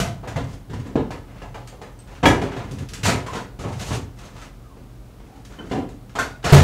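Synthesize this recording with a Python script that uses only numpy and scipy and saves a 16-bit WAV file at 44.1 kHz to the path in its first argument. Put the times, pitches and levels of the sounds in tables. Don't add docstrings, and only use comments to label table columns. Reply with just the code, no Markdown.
import sys
import numpy as np
from scipy.fft import rfft, irfft, next_fast_len
from scipy.io import wavfile
from scipy.ndimage import map_coordinates

SR = 44100
rng = np.random.default_rng(int(sys.argv[2]) if len(sys.argv) > 2 else 0)


def log_audio(samples):
    frames = np.atleast_2d(samples).T
    limited = np.clip(frames, -1, 1)
    pcm = np.round(limited * 32767).astype(np.int16)
    wavfile.write(sys.argv[1], SR, pcm)


N = 292383

# frequency in Hz, relative spectrum level in dB.
THUD_VOICE = [(25, -28), (55, 2), (100, 8), (150, 1), (220, -7), (500, -49), (1000, -120)]
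BODY_VOICE = [(80, -55), (150, -9), (200, 1.5), (380, -3.5), (560, -12), (1200, -98), (2500, -120)]
KNOCK_VOICE = [(150, -69), (330, -11.5), (450, -1), (750, -3), (1100, -8), (1600, -21), (3000, -24),
               (8000, -110)]
CLACK_VOICE = [(400, -50), (950, -15), (1300, -4.5), (2300, -10.5), (3300, -13), (4500, -18.5), (8000, -29),
               (16000, -71)]
TICK_VOICE = [(1000, -64), (2500, 3.5), (3700, 2), (4700, 1), (6600, 2.5), (9000, -5), (12000, -11.5),
              (16000, -24)]
# start in seconds, length in seconds, strength in dB, weight in dB (more rumble),
# hardness in dB (more hiss).
STROKES = [(0.422, 0.12, -48, 6.5, 6), (1.263, 0.17, -47, -2.5, -10), (2.063, 0.11, -42.5, -7.5, -4),
           (2.441, 0.17, -35.5, -2, -11), (2.632, 0.2, -44.5, 9, -2), (2.898, 0.12, -48.5, 4.5, -9),
           (3.26, 0.16, -40, -8, -3), (3.59, 0.18, -39.5, -4, 2.5), (3.78, 0.17, -35, -1.5, 8),
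           (4.157, 0.3, -44, -4, -0.5), (5.254, 0.15, -55.5, 6, 0), (5.488, 0.32, -45.5, 0, -1.5)]


def amp(db):
    return 10 ** (np.asarray(db) / 20)


def unit(x):
    return x / np.sqrt(np.mean(x ** 2) + 1e-20)


def along(points, hz):
    f, v = np.transpose(points)
    return np.interp(np.log(hz + 1), np.log(f + 1), v)


def filtered(x, response):
    padded = next_fast_len(len(x) + 4096)
    spectrum = rfft(x, padded) * response(np.fft.rfftfreq(padded, 1 / SR))
    return irfft(spectrum, padded)[:len(x)]


def wobble(rate, size):
    knots = rng.standard_normal(int(size * rate / SR) + 4)
    return map_coordinates(knots, [np.arange(size) * rate / SR])


def fade(t, t60):
    return np.exp(-np.log(1000) * t / t60)


def add(track, s, sound):
    part = track[max(round(s * SR), 0):][:len(sound)]
    part += sound[:len(part)]


def knocks():
    # start in seconds, strength in dB, weight in dB (more bass),
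    # depth in dB (thud over body), hardness in dB (more treble, scaled for each voice),
    # basic rise in seconds (lengthened for deep voices).
    knock_rows = [(0.0, -17.5, 0, 5.5, 8.5, 0.00069), (0.231, -23, -9, 1, -9.5, 0.007),
                  (0.273, -23.5, -0.5, 2.5, 4, 0.0038), (0.358, -15.5, -0.5, 3, -1.5, 0.0039),
                  (0.696, -31.5, 7, 2, 2.5, 0.0046), (0.732, -28, 5, 2, 2.5, 0.002),
                  (0.793, -39, 10.5, 2, 7, 0.0019), (0.852, -31.5, 2, -7.5, 3, .008),
                  (0.956, -15, 4, -4, -9, 0.00075), (1.105, -22.5, -3.5, -1, 0.5, 0.0018),
                  (1.418, -26.5, -5.5, 4, -2, 0.0017), (1.543, -24, -9.5, 1, -2, 0.0026),
                  (1.726, -32.5, -12, 2, -11, 0.0017), (1.815, -27, -10, 1.5, 0, 0.001),
                  (2.229, -2.5, -5.5, -1, -5, 0.006), (2.256, -4.5, -5.5, 1, 2.5, 0.0013),
                  (2.282, -16, 0, -0.5, 0, .003), (2.414, -16, -2.5, -4.5, -1.5, 0.0026),
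                  (2.564, -22.5, 1.5, 1.5, -1, 0.0031), (3.031, -22.5, 5.5, 6.5, 15, 0.0055),
                  (3.052, -12.5, -9.5, -0.5, 9.5, 0.0031), (3.08, -9.5, -3.5, -2, 4, .003),
                  (3.263, -26.5, -3.5, -0.5, 5.5, .0015), (3.333, -24, -7.5, 1, 3.5, 0.0012),
                  (3.351, -23, -6, -7, 5.5, 0.0037), (3.589, -30.5, 5, 1.5, 6, 0.0021),
                  (3.637, -16.5, -0.5, 3.5, -12, 0.01), (3.906, -18.5, 2, 2, -0.5, 0.0041),
                  (4.768, -41.5, 3.5, -4, -2, 0.0021), (5.199, -39, -5, -3, -3, 0.0022),
                  (5.585, -31.5, 0.5, -8, -5, 0.0059), (5.712, -15.5, -1.5, -4, -2.5, 0.0039),
                  (5.775, -24, 5, -6.5, -26, 0.0016), (6.152, -15.5, -16, -5.5, 0, 0.0025),
                  (6.188, -19, -5.5, -1.5, 9, 0.0014), (6.44, -9, -5.5, 2.5, 5, 0.0082),
                  (6.489, -13, -5, 0, 6, 0.008), (6.524, 0.5, -7.5, -0.5, 5.5, .0015),
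                  (6.577, -11.5, 4.5, 1, 6, 0.0019)]
    s, db, weight_db, depth_db, hard_db, rise = np.transpose(knock_rows)
    first = blows(s, db, weight_db, depth_db, hard_db, rise)
    drop_s = s + 0.04 * (1 + rng.uniform(-.2, .2, len(s)))
    drop_db = db - 13 + 0.35 * np.minimum(hard_db, 0)
    return first + blows(drop_s, drop_db, weight_db + 3, depth_db, hard_db - 4, rise=0.0016)


def blows(s, db, weight_db, depth_db, hard_db, rise):
    thud_db = db + weight_db + depth_db - 9.5
    body_db = db + weight_db - depth_db - 9.5
    clack_db = db + 0.81 * hard_db - 16.0
    tick_db = db + 1.54 * hard_db - 23.5
    thud = strikes(s, thud_db, rise, THUD_VOICE, centre_hz=111, direct=0.58)
    body = strikes(s, body_db, rise, BODY_VOICE, centre_hz=315, direct=3.3)
    knock = strikes(s, db - 11, rise, KNOCK_VOICE, centre_hz=740, direct=3.1)
    clack = strikes(s, clack_db, rise, CLACK_VOICE, centre_hz=1970, direct=0.58)
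    tick = strikes(s, tick_db, 1.5 * rise, TICK_VOICE, centre_hz=6000, direct=0.88)
    return thud + body + knock + clack + tick


def strikes(times, levels_db, rises, spectrum, centre_hz, direct, ripple_db=3.5, size=18000):
    # frequency in Hz, t60 in seconds.
    room_decay = [(80, 0.73), (300, 0.45), (1000, 0.42), (6000, 0.3)]
    t, hz = np.arange(size) / SR, np.fft.rfftfreq(size, 1 / SR)
    knots_hz = np.linspace(0, np.sqrt(SR / 2), 200) ** 2
    colour = amp(along(spectrum, hz)) * casing(hz)
    crack = direct * fade(t, 0.012)
    decay = fade(t, along(room_decay, centre_hz)) + crack
    track = np.zeros(N)
    for s, db, rise in np.broadcast(times, levels_db, rises):
        ripple = amp(ripple_db * rng.standard_normal(len(knots_hz)))
        favoured = np.interp(hz, knots_hz, ripple)
        ring = irfft(rfft(rng.standard_normal(size)) * colour * favoured)
        shape = decay * (1 - np.exp(-t / (abs(rise) + 0.12 / centre_hz)))
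        add(track, s, amp(db) * unit(ring * shape) * np.sqrt(np.mean(shape ** 2)))
    return track


def casing(hz):
    # centre in Hz, width in Hz, gain at the centre in dB.
    panel_resonances = [(135.4, 32, 5), (272.3, 16, 8), (312, 27, -3.5), (431.5, 5.1, 8), (481, 21, 2),
                        (708, 42, 3), (898, 45, 2.5), (995, 8.6, 10), (1270, 30, 3.5), (1723, 48, 4.5),
                        (2070, 190, 3.5), (2214, 29, -2.5), (3320, 120, -1.5)]
    gain = 1
    for centre, width, db in panel_resonances:
        gain = gain + (amp(db) - 1) / (1 + (2 * (hz - centre) / width) ** 2)
    return gain


def door():
    # start in seconds, level in dB.
    pop = (2.256, -17)
    slam = (6.524, 9.1)
    # frequency in Hz, level in dB, t60 in seconds.
    panel_modes = [(307.2, 4.5, 0.41), (397, -6, 0.93), (677, 7, 0.065), (925, 2, 0.26), (1287, -6.5, 0.36),
                   (1660, -1.5, .28), (1950, -5, 0.29), (2230, -8, 0.17), (2326, -0.5, 0.23),
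                   (2950, -3, 0.11), (3325, -7.5, 0.26)]
    cabinet_modes = [(86.5, -11, 0.6), (141.5, 1.5, 0.23), (273, -22, 0.26), (392.7, -11.5, 0.19),
                     (593, -13.5, 0.13)]
    track = np.zeros(N)
    add(track, pop[0], amp(pop[1]) * ringing(panel_modes, blur=0.99, attack=0.00013))
    add(track, slam[0], amp(slam[1]) * ringing(cabinet_modes, blur=0.084, attack=0.00087))
    return track


def ringing(modes, blur, attack, size=24000):
    t = np.arange(size) / SR
    out = np.zeros(size)
    for hz, db, t60 in modes:
        scatter = 1 + blur * (wobble(131.6, size) + 1j * wobble(114.4, size))
        out += amp(db) * fade(t, t60) * np.imag(scatter * np.exp(2j * np.pi * hz * t))
    return out * (1 - np.exp(-t / attack))


def dish():
    # start in seconds, level in dB.
    touchdowns = [(3.268, -43.5), (3.355, -36), (5.586, -40.5), (6.187, -18.5)]
    # frequency in Hz, level in dB, t60 in seconds.
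    dish_modes = [(1065, -7, 0.21), (1380, -5, 0.19), (1470, -10, 0.4), (1554, -5, 0.21),
                  (1780, -11.5, 0.18), (2920, -31, 0.14), (3460, -27, 0.35), (6040, -31, 0.24),
                  (6200, -43, 0.32)]
    # start in seconds, frequency in Hz, level in dB, t60 in seconds.
    ping_rows = [(0.001, 690, -25, 0.42), (1.989, 8200, -52.5, .25), (4.25, 6450, -51, 0.12),
                 (5.588, 3045, -42, 0.18), (5.714, 750, -29, 0.46)]
    track = np.zeros(N)
    for s, db in touchdowns:
        add(track, s, amp(db) * ringing(dish_modes, blur=1.0, attack=0.00015))
    for s, hz, db, t60 in ping_rows:
        add(track, s, amp(db) * ringing([(hz, 0, t60)], blur=0.8, attack=0.0019))
    return track


def clicks():
    # start in seconds, strength in dB, clack strength relative to it in dB.
    click_rows = [(1.6732, -33.5, -13.5), (1.989, -44.5, -12), (2.711, -33, -23), (2.7851, -34.5, -10),
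                  (2.887, -31.5, -16), (2.9344, -23.5, -16), (4.187, -38, -11), (4.2507, -41, -24),
                  (4.4148, -38, -6.5), (5.4495, -38, -13), (5.889, -42, -10), (6.094, -47.5, -3.5),
                  (6.428, -50.5, 9.5)]
    s, db, clack_db = np.transpose(click_rows)
    tick = strikes(s, db - 11.0, 0.00057, TICK_VOICE, centre_hz=6000, direct=.4)
    clack = strikes(s, db + clack_db - 1.5, 0.00074, CLACK_VOICE, centre_hz=1990, direct=0.92)
    return tick + clack


def squeaks():
    # start in seconds, length in seconds, first pitch in Hz, last pitch in Hz,
    # level in dB (rms ahead of the fade in and out).
    squeak_rows = [(3.255, 0.067, 1075, 1025, -34), (3.316, 0.132, 1030, 969, -38),
                   (4.63, .15, 1313, 900, -54), (5.24, 0.21, 785, 810, -52.5)]
    track = np.zeros(N)
    for s, length, first_hz, last_hz, db in squeak_rows:
        size = int(length * SR)
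        phase = 2 * np.pi * np.cumsum(np.linspace(first_hz, last_hz, size)) / SR
        note = wobble(157.5, size) * np.sin(phase) + wobble(180, size) * np.cos(phase)
        add(track, s, amp(db) * unit(note) * np.sqrt(np.hanning(size)))
    return track


def slides():
    t = np.arange(SR) / SR
    grip = amp(2.0 * wobble(45, N))
    starts, lengths, db, weight_db, hard_db = np.transpose(STROKES)
    # main voice, second voice, gain of the second in dB, level of every stroke in dB
    rumble = (THUD_VOICE, BODY_VOICE, -4, db + weight_db + 2)
    rub = (KNOCK_VOICE, CLACK_VOICE, -7, db - 4.5)
    hiss = (TICK_VOICE, CLACK_VOICE, -1, db + hard_db - 12.5)
    out = np.zeros(N)
    for main, second, second_db, levels_db in (rumble, rub, hiss):
        def colour(hz):
            return (amp(along(main, hz)) + amp(along(second, hz) + second_db)) * casing(hz)

        pressure = np.zeros(N)
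        for s, length, level_db in zip(starts, lengths, levels_db):
            add(pressure, s, amp(level_db) * stroke(t, length))
        out += pressure * unit(filtered(rng.standard_normal(N), colour) * grip)
    return out


def stroke(t, length):
    attack_s, swell_db, release_t60 = 0.022, 4.5, 0.26
    hold = np.clip(t / attack_s, 0, 1)
    swell = amp(swell_db * (np.clip(t / length, 0, 1) - .5))
    return hold * swell * fade(np.maximum(t - length, 0), release_t60)


def catches():
    per_second, relative_db, scatter_db = 22, -6.5, 3
    contacts = []
    for start, length, level_db, _, hardness_db in STROKES:
        for _ in range(round(per_second * length)):
            moment = start + length * rng.uniform()
            catch_db = level_db + relative_db + scatter_db * rng.standard_normal()
            contacts.append((moment, catch_db, hardness_db))
    s, db, hard_db = np.transpose(contacts)
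    clack = strikes(s, db - 3.5, 0.0008, CLACK_VOICE, centre_hz=2000, direct=1.2)
    tick = strikes(s, db + hard_db - 9.5, 0.0006, TICK_VOICE, centre_hz=6000, direct=1.1)
    return clack + tick


def background():
    # frequency in Hz, relative level in dB.
    air_spectrum = [(15, -53), (25, -21), (49, 6), (91, -7), (122, 0), (152, -9.5), (281, -10.5),
                    (322, -13), (703, -19.5), (1080, -24.5), (1170, -24), (1800, -31), (15500, -43)]
    # frequency in Hz, rms level in dB.
    hum_tones = [(43, -48), (118.5, -49.5), (199, -57.5), (274.5, -62.5)]
    t = np.arange(N) / SR
    air = unit(filtered(rng.standard_normal(N), lambda hz: amp(along(air_spectrum, hz))))
    hum = np.zeros(N)
    for hz, db in hum_tones:
        hum += amp(db) * np.sqrt(2) * np.sin(2 * np.pi * hz * t + .4 * wobble(2.7, N))
    return amp(-44.0) * air + hum


def scene():
    handling = knocks() + door() + dish() + clicks()
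    friction = squeaks() + slides() + catches()
    return (handling + friction + background())[None]


def record(dry, ceiling=0.7, hardness=8, overload=1.6, crackle=0.4, leak=0.02):
    top_hz = 15750
    drive = np.abs(dry[0] / ceiling)
    limiting = 1 / (1 + drive ** hardness) ** (1 / hardness)
    clipped = dry[0] * (leak + (1 - leak) * limiting)
    dropouts = (drive > overload) * (wobble(5000, N) > 1.2)
    return filtered(clipped * (1 - crackle * dropouts), lambda hz: hz < top_hz)[None]


dry = scene()
out = record(dry)
log_audio(out)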